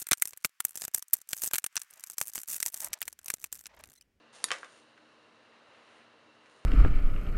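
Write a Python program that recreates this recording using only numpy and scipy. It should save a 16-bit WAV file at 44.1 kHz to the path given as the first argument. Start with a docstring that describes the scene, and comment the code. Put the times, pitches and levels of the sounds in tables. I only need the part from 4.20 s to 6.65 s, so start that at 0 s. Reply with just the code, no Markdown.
"""Steel tongs snap shut and ring briefly as a python strikes at the rat they hold.
The snake drops with it onto a wooden tray, which knocks, rocks and rings. Claws and scales scuff
the wood, and the scales hiss over it as the body coils. One microphone stands close by in a small
room, with the steady noise of the room and a faint motor hum behind it all."""
import sys
import numpy as np
from scipy import signal
from scipy.fft import rfft, irfft
from scipy.io import wavfile

SR = 44100
rng = np.random.default_rng(int(sys.argv[2]) if len(sys.argv) > 2 else 0)


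def digitize_waveform(pressure):
    """Quantize a signal to 16-bit integers and store it at the path in sys.argv[1].

    Rows of a 2-D input are taken as channels; values are limited to [-1, 1].
    """
    field = np.atleast_2d(pressure).T
    bounded = np.clip(field, -1, 1)
    quanta = np.round(bounded * 32767).astype(np.int16)
    wavfile.write(sys.argv[1], SR, quanta)


N = 108045
TIME = np.arange(N) / SR

# The crack of the closing tips. Each row: frequency in Hz, gain in dB.
CRACK_SPECTRUM = [(60, -25), (200, -9), (500, -3), (1400, -2), (2800, -9.5), (4500, -7.5), (7100, -6.5),
                  (8000, -15), (9400, 0.5), (11500, -2.5)]
# The modes of the steel. Each row: frequency in Hz, level in dB, time to fall 60 dB in seconds.
STEEL_MODES = [(2083, -47, .025), (3660, -30, .032), (3857, -38, .06), (4590, -21, .012),
               (5814, -25.5, .014), (6941, -33, .068), (8530, -18, .011), (9857, -40, .08),
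               (10140, -19, .007), (10060, -33, .04), (11150, -28, .005)]

def tongs(snap_s=.2415):
    """Close to the microphone, the tips meet with a hard crack, chatter and set the steel ringing."""
    blow = click(snap_s, db=0)
    chatter = burst(snap_s, db=-.5, decay_s=.0027)
    bright_chatter = chatter - soften(chatter, hz=1502)
    crack = colour(blow + bright_chatter, CRACK_SPECTRUM)
    return room(crack + ring(blow, STEEL_MODES, sign=1), wet_db=-14.5)


# The landing and rocking. Each row: start in seconds, strength in dB, treble cutoff in Hz, drive to the
# tray's modes in dB, then the struck spot's pitch in Hz, gain in dB and time to fall 60 dB in seconds.
TRAY_KNOCKS = [(0.3058, -7, 3600, -8, 3096, -23, 0.078), (0.3065, -6.5, 2800, -29, 1910, -20, 0.0092),
               (0.3091, -9.5, 2860, -29, 1200, -19.5, 0.011), (0.3164, 0.5, 8000, 0.5, 1710, -25, 0.0039),
               (.3220, -16, 5960, -25, 5410, -16, 0.018), (0.4304, -19, 1010, -19, 1145, -39.5, .03),
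               (.4313, -14.5, 1390, 3, 1560, -13, .011), (0.4465, -18.5, 2750, -13, 3590, -27.5, 0.02)]
# The clack of the wood. Each row: frequency in Hz, gain in dB.
CLACK_SPECTRUM = [(60, -40), (170, -21), (300, -11.5), (520, 2), (800, -4), (1200, 0.5), (2300, 4.5),
                  (3100, 2), (4000, -3), (7000, -3), (10500, -6.5), (12500, -27)]
# The modes of the whole tray. Each row: frequency in Hz, gain in dB, time to fall 60 dB in seconds.
TRAY_MODES = [(522, -47, .22), (612, -48, .11), (742, -46, .11), (1002, -46, .1), (1137, -43, .11),
              (1201, -36, .125), (1388, -47, .1), (1527, -42, .14), (1680, -46, .2), (1875, -42, .09),
              (1947, -45, .16), (2005, -45, .13), (2290, -45, .09), (2581, -40, .1), (2910, -43, .09),
              (3123, -44, .09)]

def tray():
    """Each contact gives a woody clack with the pitch of the struck spot and sets the tray ringing."""
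    blows, drive, spots = np.zeros((3, N))
    for start_s, db, cutoff_hz, drive_db, *spot_mode in TRAY_KNOCKS:
        blow = soften(click(start_s, db), cutoff_hz)
        blows += blow
        drive += from_db(drive_db) * blow
        spots += ring(blow, [spot_mode])
    clacks = colour(blows, CLACK_SPECTRUM) + spots
    return room(clacks, wet_db=-6) + ring(drive, TRAY_MODES)


# Touches on the tray. Each row: start in seconds, strength in dB, decay in seconds, treble cutoff in Hz.
SCUFF_TOUCHES = [(0.2841, -12.5, .003, 2230), (0.287, -18, 0.0029, 7110), (0.3335, -21, .0007, 10000),
                 (.385, -26, 0.00062, 8000), (.444, -28, 0.0044, 6000), (.776, -24, .008, 2100),
                 (2.258, -25, 0.01, 2400)]
# The tone of scuffed wood. Each row: frequency in Hz, gain in dB.
SCUFF_SPECTRUM = [(200, -28), (900, -10.5), (1600, 6.5), (2700, -2), (7000, 3.5), (10000, -4), (12000, 3)]

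def scuffs():
    """Claws and scales catch the wood in light, gritty touches, heard close and almost dry."""
    touches = sum(soften(burst(s, db, decay_s), hz) for s, db, decay_s, hz in SCUFF_TOUCHES)
    return room(colour(touches, SCUFF_SPECTRUM), wet_db=-20)


# Scales sliding, and the body rubbing as it lunges and tightens. Each row: time in seconds, level in dB.
SLIDE_LEVELS = [(.12, -105), (.13, -59.5), (.16, -54.5), (.23, -61.5), (.27, -56.5), (.39, -60),
                (.46, -63.5), (.57, -65.5), (.65, -71.5), (.71, -81), (1.42, -83.5), (1.52, -80.5),
                (1.78, -72), (1.88, -85.5), (2.22, -81), (2.28, -74.5), (2.37, -70), (2.45, -75)]
RUB_LEVELS = [(0, -90), (.17, -77.5), (.205, -58.5), (.235, -73), (.7, -81), (1.25, -70.5), (1.34, -66.5),
              (1.44, -68), (1.55, -61), (1.62, -65), (1.8, -61.5), (1.95, -72), (2.45, -71)]
# The tone of the slide and of the rub. 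Each row: frequency in Hz, relative level in dB.
SLIDE_SPECTRUM = [(150, -15.5), (500, 7), (2300, 2.5), (3700, 4.5), (5200, 1), (7200, 1.5), (7900, -8),
                  (8600, 3.5), (10400, -5.5), (11500, -17)]
RUB_SPECTRUM = [(100, -18.5), (500, 2.5), (800, 1), (1600, 0.5), (3000, -4), (6000, -22.5), (11000, -36)]

def snake(grains_per_s=550, grain_share=.35, flutter_db=.7):
    """Scales slide over the tray with a fine grainy hiss; the coils rub with a duller one."""
    contacts = rng.random(N) < grains_per_s / SR
    grains = rms_one(contacts * rng.standard_normal(N))
    friction = np.sqrt(grain_share) * grains + np.sqrt(1 - grain_share) * rng.standard_normal(N)
    flutter = from_db(flutter_db * narrow_noise(0, width_hz=60))
    slide = level(SLIDE_LEVELS) * rms_one(colour(friction, SLIDE_SPECTRUM))
    rub = level(RUB_LEVELS) * noise(RUB_SPECTRUM)
    return flutter * (slide + rub)


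# The small room's reverberation. Each row: frequency in Hz, time to fall 60 dB in seconds.
ROOM_DECAY = [(150, .45), (530, 0.34), (1400, .29), (3700, 0.17), (10000, .2)]

def room(x, wet_db, delay_s=.00033, build_s=.00067):
    """The walls return a diffuse tail to the microphone; it dies faster in the treble."""
    t, hz = TIME[:SR // 2], np.fft.rfftfreq(SR // 2, 1 / SR)
    white = rfft(rng.standard_normal(len(t)))
    centres_hz = np.geomspace(100, 13000, 8)
    tail = np.zeros(len(t))
    for centre, weights in zip(centres_hz, np.eye(len(centres_hz))):
        band = irfft(white * at_hz(np.c_[centres_hz, weights], hz), len(t))
        tail += band * from_db(-60 * t / at_hz(ROOM_DECAY, centre))
    tail *= 1 - np.exp(-np.maximum(t - delay_s, 0) / build_s)
    return x + from_db(wet_db) * signal.fftconvolve(x, tail / np.linalg.norm(tail))[:N]


# The room tone around the microphone. 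Each row: frequency in Hz, relative level in dB.
ROOM_TONE_SPECTRUM = [(25, -29), (60, -18), (95, -9), (125, -2.5), (165, -6.5), (260, -3), (380, -1.5),
                      (500, 4), (760, -3), (1020, 1), (1800, -3), (2500, -9.5), (2760, -1), (3400, -13.5),
                      (3900, -6.5), (5000, -17), (6500, -21), (8000, -28.5), (9200, -28), (11500, -38.5)]
# A motor in the room. Each row: frequency in Hz, level in dB, share of the power that wavers.
MOTOR_PARTIALS = [(233.4, -76.5, .35), (308.5, -75, .35), (626, -82, 0.61), (2700, -79, .7)]

def room_tone_and_motor():
    """Behind the tray, steady room noise and a motor's faint, wavering hum."""
    out = from_db(-62.5) * noise(ROOM_TONE_SPECTRUM)
    for hz, db, share in MOTOR_PARTIALS:
        steady = np.sqrt(2) * np.sin(2 * np.pi * (hz * TIME + rng.random()))
        wavering = narrow_noise(hz, width_hz=12)
        out += from_db(db) * (np.sqrt(1 - share) * steady + np.sqrt(share) * wavering)
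    return out


def click(start_s, db):
    """One hard contact as a single impulse."""
    return from_db(db) * (np.arange(N) == int(start_s * SR))


def burst(start_s, db, decay_s):
    """A dying spray of tiny contacts with the energy of one impulse."""
    t = TIME[:SR // 10]
    spray = rng.standard_normal(len(t)) * np.exp(-t / decay_s)
    return np.pad(from_db(db) * spray / np.linalg.norm(spray), (int(start_s * SR), N))[:N]


def soften(x, hz):
    """A soft contact loses its treble."""
    return signal.sosfilt(signal.butter(2, hz, fs=SR, output="sos"), x + 1e-18)


def ring(x, modes, sign=-1):
    """Decaying modes in parallel; signs alternate, or agree (sign=1) to leave dips between the modes."""
    out = np.zeros(N)
    for k, (hz, db, t60) in enumerate(modes):
        radius, angle = from_db(-60 / (t60 * SR)), 2 * np.pi * hz / SR
        feedback = [1, -2 * radius * np.cos(angle), radius ** 2]
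        out += sign ** k * from_db(db) * signal.lfilter([.5, 0, -.5], feedback, x + 1e-18)
    return out


def colour(x, spectrum, size=4096):
    """Causal (minimum-phase) filter with the given spectrum."""
    gain = from_db(at_hz(spectrum, np.fft.rfftfreq(size, 1 / SR)))
    cepstrum = irfft(np.log(gain))
    cepstrum[1:size // 2] *= 2
    cepstrum[size // 2 + 1:] = 0
    response = irfft(np.exp(rfft(cepstrum)))[:size // 2]
    return signal.fftconvolve(x, response)[:N]


def noise(spectrum):
    """Coloured noise of unit rms."""
    return rms_one(colour(rng.standard_normal(N), spectrum))


def narrow_noise(hz, width_hz):
    """Noise in a narrow band, unit rms."""
    offset = (np.fft.rfftfreq(N, 1 / SR) - hz) / (width_hz / 2)
    return rms_one(irfft(rfft(rng.standard_normal(N)) / (1 + offset ** 2), N))


def level(curve):
    """Gain over time from rows of seconds and dB."""
    return from_db(np.interp(TIME, *np.transpose(curve)))


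def at_hz(points, hz):
    """Read a table on a log-frequency axis."""
    points_hz, values = np.transpose(points)
    return np.interp(np.log(np.maximum(hz, 1)), np.log(points_hz), values)


def from_db(db):
    """Decibels to gain."""
    return 10 ** (np.asarray(db) / 20)


def rms_one(x):
    """Scale to unit rms."""
    return x / np.sqrt(np.mean(x ** 2) + 1e-20)


def scene():
    """All sources meet at one microphone near the tray."""
    return (tongs() + tray() + scuffs() + snake() + room_tone_and_motor())[None]


def record(dry, bass_hz=37.46, treble_hz=11120, stop_hz=13600):
    """The microphone loses the deep bass, rolls off the high treble and cuts the very top."""
    thin = signal.sosfilt(signal.butter(2, bass_hz, "high", fs=SR, output="sos"), dry)
    dull = signal.sosfilt(signal.butter(12, treble_hz, fs=SR, output="sos"), thin)
    return signal.sosfilt(signal.cheby2(14, 50, stop_hz, fs=SR, output="sos"), dull)


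dry = scene()
out = record(dry)
digitize_waveform(out)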